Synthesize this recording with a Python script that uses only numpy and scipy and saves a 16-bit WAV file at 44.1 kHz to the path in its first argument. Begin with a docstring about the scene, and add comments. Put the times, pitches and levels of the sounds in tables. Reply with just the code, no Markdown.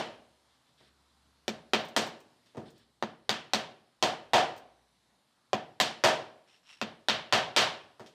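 """In a timber workshop a small hammer taps short nails into wooden strips on a plywood jig.
Each blow is a minimum-phase click that rings damped modes of the jig and excites echoes and a diffuse tail.
Shaped noise makes the brushing sleeve, the rasping drags and the jiggling nails; a faint hum swells from sines.
Room tone and hiss drift behind them. The sound is almost mono, and limiting flattens the hardest blows."""
import sys
import numpy as np
from scipy import signal
from scipy.fft import rfft, irfft, next_fast_len
from scipy.io import wavfile
from scipy.ndimage import uniform_filter1d

SR = 44100
rng = np.random.default_rng(int(sys.argv[2]) if len(sys.argv) > 2 else 0)


def log_audio(samples):
    """Write samples as a 16-bit WAV file to the path given in sys.argv[1]."""
    # one column per channel
    frames = np.atleast_2d(samples).T
    # limit to full scale, then quantise
    limited = np.clip(frames, -1, 1)
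    pcm = np.round(limited * 32767).astype(np.int16)
    wavfile.write(sys.argv[1], SR, pcm)


def invert_db(x):
    """Field ratio 10**(x/20) for x, a level in decibels (scalar or array-like)."""
    u = np.asarray(x, float) / 20
    return 10 ** u


N = 358974

# spectral weighting that makes the side signal much weaker than the mid: f/Hz, relative level/dB
SIDE_SPECTRUM = [(700, -67), (1200, -56), (2000, -30.5), (8000, -31.5), (14000, -18.5)]


def evened(x):
    """Normalization to unit root-mean-square value."""
    return x / np.sqrt(np.mean(x ** 2) + 1e-20)


def read(points, hz):
    """Linear interpolation of a tabulated value over logarithmic frequency."""
    f, value = np.transpose(points)
    return np.interp(np.log(hz + 1), np.log(f + 1), value)


def coloured(x, points):
    """Linear filtering: the spectrum of x is weighted by a gain curve in dB."""
    size = next_fast_len(len(x))
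    gain = invert_db(read(points, np.fft.rfftfreq(size, 1 / SR)))
    return irfft(rfft(x, size) * gain, size)[:len(x)]


def hammer():
    """Superposition of direct sound, early reflections and a diffuse field, as mid and side signals."""
    # bench, nearest walls and ceiling: delay t/s, level re direct sound/dB
    echoes = [(.004, -10.5), (.0095, -8.5), (0.014, -17.5), (0.0186, -13.5)]
    near = np.zeros(SR)
    near[0] = 1
    for delay, db in echoes:
        start = round(delay * SR)
        near[start:start + 800] += invert_db(db) * chatter()  # rough walls scatter

    feeds = np.zeros((3, N + 2 * SR))  # one second of lead-in holds a blow that falls before the start
    for s, tone, *levels_db, dry_db in strikes():
        at = SR + round(s * SR)
        click, ring = blow(levels_db, tone)
        rattled = signal.fftconvolve(click, chatter())[:len(click)] + invert_db(19) * ring
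        crack = signal.lfilter(*signal.butter(2, 360, "highpass", fs=SR), rattled)  # little bass at first
        spread = click + invert_db(17) * ring
        turn = 2 * rng.standard_normal()  # each blow mixes the two tails differently
        direct_feed = invert_db(dry_db) * (crack + bench(click))
        feeds[:, at:at + len(click)] += [direct_feed, np.cos(turn) * spread, np.sin(turn) * spread]

    direct = signal.oaconvolve(feeds[0], near)
    mid = direct + sum(signal.oaconvolve(feed, tail()) for feed in feeds[1:])
    side = direct + sum(signal.oaconvolve(feed, tail()) for feed in feeds[1:])
    return mid[SR:SR + N], coloured(side[SR:SR + N], SIDE_SPECTRUM)


def strikes():
    """Excitation strength sets spectral balance: (s, tone, thud, knock, snap, tick, direct gain), in dB."""
    # hammer blows: t/s, knock level/dB, snap re knock/dB, tick re snap/dB
    hammer_blows = [(-0.1, -20.5, -3, -9.5), (1.48, -41, -4, -9.5), (1.7343, -29, -0.5, -18),
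                    (1.964, -26, -3.5, -6.5), (3.025, -41, -7.5, -16), (3.293, -35.5, 4.5, -14.5),
                    (3.5347, -33.5, 2.5, -12), (4.0258, -28, -0.7, -10.5), (4.3343, -20, -2.5, -12),
                    (5.5315, -38, -3.5, -18), (5.8009, -33.5, 7.5, -10.5), (6.0382, -19.5, -3, -9.5),
                    (6.8144, -41.5, 0.3, -19), (7.0852, -31, 6.5, -19.5), (7.3251, -22, -0.5, -14),
                    (7.5636, -20.5, 3, -12.5)]
    # light knocks of hand and tool on the jig: t/s, thud level/dB, knock level/dB, snap level/dB
    light_knocks = [(0.804, -72, -66, -79), (2.46, -83, -79, -73), (2.548, -60, -53.5, -75),
                    (2.5697, -42.5, -44.5, -64), (7.9959, -54, -48, -63), (8.062, -83, -74, -62.5)]
    # tone colour of the light knocks: f/Hz, relative level/dB
    knock_tone = [(117, -1), (230, -1.5), (380, 4), (680, -3), (1200, 0), (2600, 1.5)]
    # a nail still standing gives a dry tick; one driven home shakes the bench and fills the room
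    home_db, home_thud_db, home_dry_db = -20, -34.5, 27
    thud_per_knock, dry_per_knock, driest_db = 0.45, 0.72, 37  # dB per dB of knock; upper limit in dB
    rows = []
    for s, knock_db, snap_re_knock, tick_re_snap in hammer_blows:
        thud_db = home_thud_db + thud_per_knock * (knock_db - home_db)
        snap_db = knock_db + snap_re_knock
        dry_db = min(home_dry_db + dry_per_knock * (home_db - knock_db), driest_db)
        rows.append((s, blow_tone(s), thud_db, knock_db, snap_db, snap_db + tick_re_snap, dry_db))
    for s, thud_db, knock_db, snap_db in light_knocks:
        rows.append((s, knock_tone, thud_db, knock_db, snap_db, snap_db - 7, 26.5))
    return rows


def blow_tone(s):
    """Spectral weighting of a blow at time s, as the last listed row begun by then gives it."""
    # tone colour of the blows by stretch of time:
    # from t/s, boom level/dB, hollow level/dB, knock level/dB, clack level/dB (all relative)
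    stretches = [(-1, -1, 0.5, 0.3, -2.9), (2.5, -2.5, 4.5, -3.5, 4), (3, -3, -1.5, -1.5, 0.7),
                 (3.5, -0.2, -0.6, 2.2, -0.54), (8, 0.6, -1.2, 1.2, -0.3), (7, 2.5, -3, -0.5, -0.8)]
    # centres of boom, hollow, knock and clack: f/Hz
    tone_hz = [117, 230, 680, 1200]
    tones_db = [row[1:] for row in stretches if row[0] < s][-1]
    return [*zip(tone_hz, tones_db), (2 * tone_hz[-1], 0)]  # fades out towards the treble


def blow(levels_db, tone):
    """Minimum-phase impact, and the damped modal vibration it excites in the jig."""
    # colour of a blow as the microphone hears it: f/Hz, relative level/dB
    contact = [(30, -21), (60, -0.5), (120, 16.5), (230, 15), (400, 16.5), (700, 8), (1100, 11.5),
               (2000, 6.5), (3200, 9), (5000, 9.5), (8500, 4), (10500, -7.5), (14000, -3), (17000, -16)]
    # centres of thud, knock, snap and tick: f/Hz
    part_hz = [200, 700, 3300, 9000]
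    # modes of the jig board: f/Hz, relative level/dB, 60 dB decay time t/s
    jig = [(117, -7.5, 0.36), (227.2, 7.5, .1), (317, -6, 0.066), (558, -0.5, 0.16), (629, 8, 0.051),
           (733, 12.5, 0.03), (925, 2.5, 0.076), (1510, -14, 0.079), (1730, 0.5, 0.012),
           (3080, -5.5, 0.008), (5650, -2.5, 0.046)]
    hz = np.fft.rfftfreq(8192, 1 / SR)
    spectrum_db = read(contact, hz) + read(list(zip(part_hz, levels_db)), hz) + read(tone, hz)
    log_gain = np.log(invert_db(spectrum_db))
    circle = np.r_[log_gain, log_gain[-2:0:-1]]
    # the Hilbert transform of the log gain gives the minimum phase
    click = np.fft.ifft(np.exp(np.conj(signal.hilbert(circle)))).real[:4096]

    t = np.arange(4096) / SR
    f, db, t60 = np.transpose(jig)[:, :, None]
    # random spread of the mode levels, so no two strikes ring quite alike
    spread_db = 2.4 * rng.standard_normal((len(jig), 1))
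    decay = invert_db(db + spread_db - 60 * t / t60) / t60
    modes = (decay * np.cos(2 * np.pi * f * t)).sum(0) / SR
    return click, signal.fftconvolve(click, modes)[:len(t)]


def chatter():
    """Incoherent repeated contact: a few ms of decaying noise of unit energy, as head, nail and strip rattle."""
    t = np.arange(800) / SR
    burst = rng.standard_normal(800) * np.minimum(t / .0008, 1) * invert_db(-60 * t / .013)
    return burst / np.linalg.norm(burst)


def bench(click):
    """Delayed resonant response: a few low cycles of the bench swell and die shortly after the blow."""
    bench_hz, delay_s, width_s = 227.7, .018, 0.0058
    t = np.arange(len(click)) / SR
    swell = np.exp(-((t - delay_s) / width_s) ** 2 / 2)
    thump = swell * np.sin(2 * np.pi * bench_hz * t)
    return invert_db(-41) * signal.fftconvolve(click, thump)[:len(click)]


def tail():
    """Diffuse reverberation: dense reflections build up over a few ms and each band decays at its own rate."""
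    # reverberation of the shop: f/Hz, 60 dB decay time of the main slope t/s
    shop = [(60, 0.58), (160, 0.47), (420, 0.44), (1100, 0.38), (2900, 0.34), (7700, 0.25), (11000, 0.27),
            (15000, 0.078)]
    hz, t, z = signal.stft(rng.standard_normal(SR), SR, nperseg=256)
    main_db = -60 * t / read(shop, hz)[:, None]
    far_end = invert_db(-21.5 + 0.51 * main_db)  # lingers faintly
    nearby_bench = invert_db(9.0 + 10.0 * main_db)  # dies ten times as fast
    shape = invert_db(main_db) + far_end + nearby_bench
    dying = signal.istft(z * shape, SR, nperseg=256)[1][:SR]
    return dying * np.clip((np.arange(SR) / SR - .003) / 0.0042, 0, 1)


def sleeve():
    """Frictional noise of a sleeve brushing."""
    # strokes: start t/s, rise t/s, hold t/s, level/dB
    brushes = [(0.46, 0.039, 0.06, -75.5), (0.63, 0.051, 0.01, -74), (0.77, 0.014, 0.096, -68),
               (2.452, 0.01, 0.049, -73), (2.647, 0.012, 0.029, -62.5), (2.737, 0.025, 0.068, -69.5)]
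    # noise spectrum: f/Hz, relative level per Hz/dB
    cloth = [(400, -32), (800, -28), (1700, -2), (2300, -8), (2750, -7), (3100, -2), (3550, 0.5),
             (4100, -4), (5500, -8.5), (6300, -26), (8500, -14.5), (10500, -29), (14000, -43)]
    return rubbing(brushes, cloth, grain_db=0.5)


def drags():
    """Frictional noise of something dragged over the board, with a thin rasp."""
    # strokes: start t/s, rise t/s, hold t/s, level/dB
    pulls = [(6.464, 0.014, 0.087, -64.5), (6.63, 0.063, 0.05, -56.5), (6.76, 0.017, 0.018, -71)]
    # noise spectrum: f/Hz, relative level per Hz/dB
    rasp = [(400, -31), (800, -11.5), (1700, -10), (2350, -8), (2750, 0), (3100, -5), (4000, -9),
            (4800, -16), (5500, -4), (6200, -21), (8500, -19), (10500, -32), (14000, -43)]
    return rubbing(pulls, rasp, grain_db=2.5)


def rubbing(strokes, colour, grain_db):
    """Friction as amplitude-modulated noise: random grain under the envelope of each stroke."""
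    grain = invert_db(grain_db * evened(uniform_filter1d(rng.standard_normal(N), 120)))
    noise = evened(coloured(rng.standard_normal(N), colour) * grain)
    return noise * sum(stroke(*row) for row in strokes)


def stroke(start, rise, hold, db):
    """Envelope linear in dB: a rise of 20.5 dB, a hold, then a fall of 347 dB/s."""
    t = np.arange(N) / SR - start
    below_db = 20.5 * np.clip(1 - t / rise, 0, 1)
    fallen_db = 347 * np.maximum(t - rise - hold, 0)
    return (t > 0) * invert_db(db - below_db - fallen_db)


def jiggles():
    """Exponentially decaying noise bursts: loose nails jiggle on the jig, thin and high."""
    # ticks: t/s, level/dB
    ticks = [(1.8033, -61), (1.849, -56), (1.8844, -57), (2.0644, -55), (2.0744, -64.5), (2.2036, -63),
             (2.7038, -65), (2.779, -67), (4.563, -61), (4.5774, -58.5)]
    t, envelope = np.arange(N) / SR, np.zeros(N)
    for s, db in ticks:
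        envelope += (t > s) * invert_db(db - 60 * np.maximum(t - s, 0) / 0.083)  # 60 dB decay in 0.083 s
    # steel: (f/Hz, relative level/dB)
    steel_spectrum = [(2000, -38), (5000, -0.5), (9000, -5.5), (11000, -24.0), (13500, -4.5), (16000, -10.0)]
    steel = coloured(rng.standard_normal(N), steel_spectrum)
    return evened(steel) * envelope


def hum():
    """Amplitude modulation of pure tones: low sines swell, fade and flutter a little."""
    # swells: start t/s, length t/s, f/Hz, rms level at the crest before flutter/dB
    swells = [(-0.2, 0.93, 69, -79.5), (0.62, 1.3, 69.5, -73.5), (2.5, 1.0, 64, -81),
              (3.9, 1.32, 60.5, -76.5)]
    t = np.arange(N) / SR
    slow = uniform_filter1d(uniform_filter1d(rng.standard_normal(N), 3000), 3000)
    flutter_db = 2.0 * evened(slow)
    tones = np.zeros(N)
    for s, length, hz, db in swells:
        half_sine = abs(np.sin(np.pi * np.clip((t - s) / length, 0, 1)))
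        tones += invert_db(db) * half_sine ** 0.82 * np.sin(2 * np.pi * hz * t)
    return np.sqrt(2) * invert_db(flutter_db) * tones


def air():
    """Noise with slow spectral fluctuation: room tone and preamplifier hiss in drifting patches."""
    # noise spectrum: f/Hz, relative level per Hz/dB
    air_spectrum = [(25, -25.5), (50, -4), (80, -12), (120, 1.5), (160, -2), (250, -0.5), (400, -7),
                    (1000, -6), (2500, -14), (4000, -8.5), (6300, -18), (10000, -19.5), (13300, -28.5),
                    (14000, -45)]
    # overall level: t/s, level/dB
    air_level = [(0, -70), (1.4, -70.5), (2.4, -69.5), (3, -74), (4, -72), (5.4, -72), (6.6, -72),
                 (8.14, -71)]
    z = signal.stft(coloured(rng.standard_normal(N), air_spectrum), nperseg=2048)[2]
    # smoothed over 30 frequency bins and 8 time frames
    patches = evened(uniform_filter1d(uniform_filter1d(rng.standard_normal(z.shape), 30, 0), 8, 1))
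    tone = signal.istft(z * invert_db(1.2 * patches), nperseg=2048)[1][:N]
    s, db = np.transpose(air_level)
    return evened(tone) * invert_db(np.interp(np.arange(N) / SR, s, db))


def scene():
    """Linear superposition of all sources, turned from mid and side to left and right."""
    mid, side = hammer()
    mid = mid + sleeve() + drags() + jiggles() + air() + hum()
    side = side + invert_db(10.0) * coloured(air(), SIDE_SPECTRUM)  # independent noise
    return np.array([mid + side, mid - side])


def limited(x, ceiling_db, release_db, share):
    """Gain reduction by a share of the excess of a held peak, which sinks by release_db a second."""
    peak_db = 20 * np.log10(abs(x).max(0) + 1e-9)
    fall = np.arange(N) * release_db / SR
    held_db = np.maximum.accumulate(peak_db + fall) - fall
    over_db = np.maximum(held_db - ceiling_db, 0)
    return x / invert_db(share * uniform_filter1d(over_db, 30))


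def band_limit(x):
    """A steep low-pass at the top of the band."""
    return signal.sosfilt(signal.butter(12, 16280, fs=SR, output="sos"), x)


def record(dry):
    """Band limiting, then a quick limiter for the first crack and a slower one that acts on into the tail."""
    no_bass = signal.sosfilt(signal.butter(2, 55, "highpass", fs=SR, output="sos"), dry)
    edged = signal.sosfilt(signal.cheby2(10, 40, 16000, fs=SR, output="sos"), no_bass)
    shaved = limited(edged, ceiling_db=-9.0, release_db=1495.5, share=.85)
    held = limited(shaved, ceiling_db=-12.0, release_db=148.5, share=0.81)
    return band_limit(held)


dry = scene()
out = record(dry)
log_audio(out)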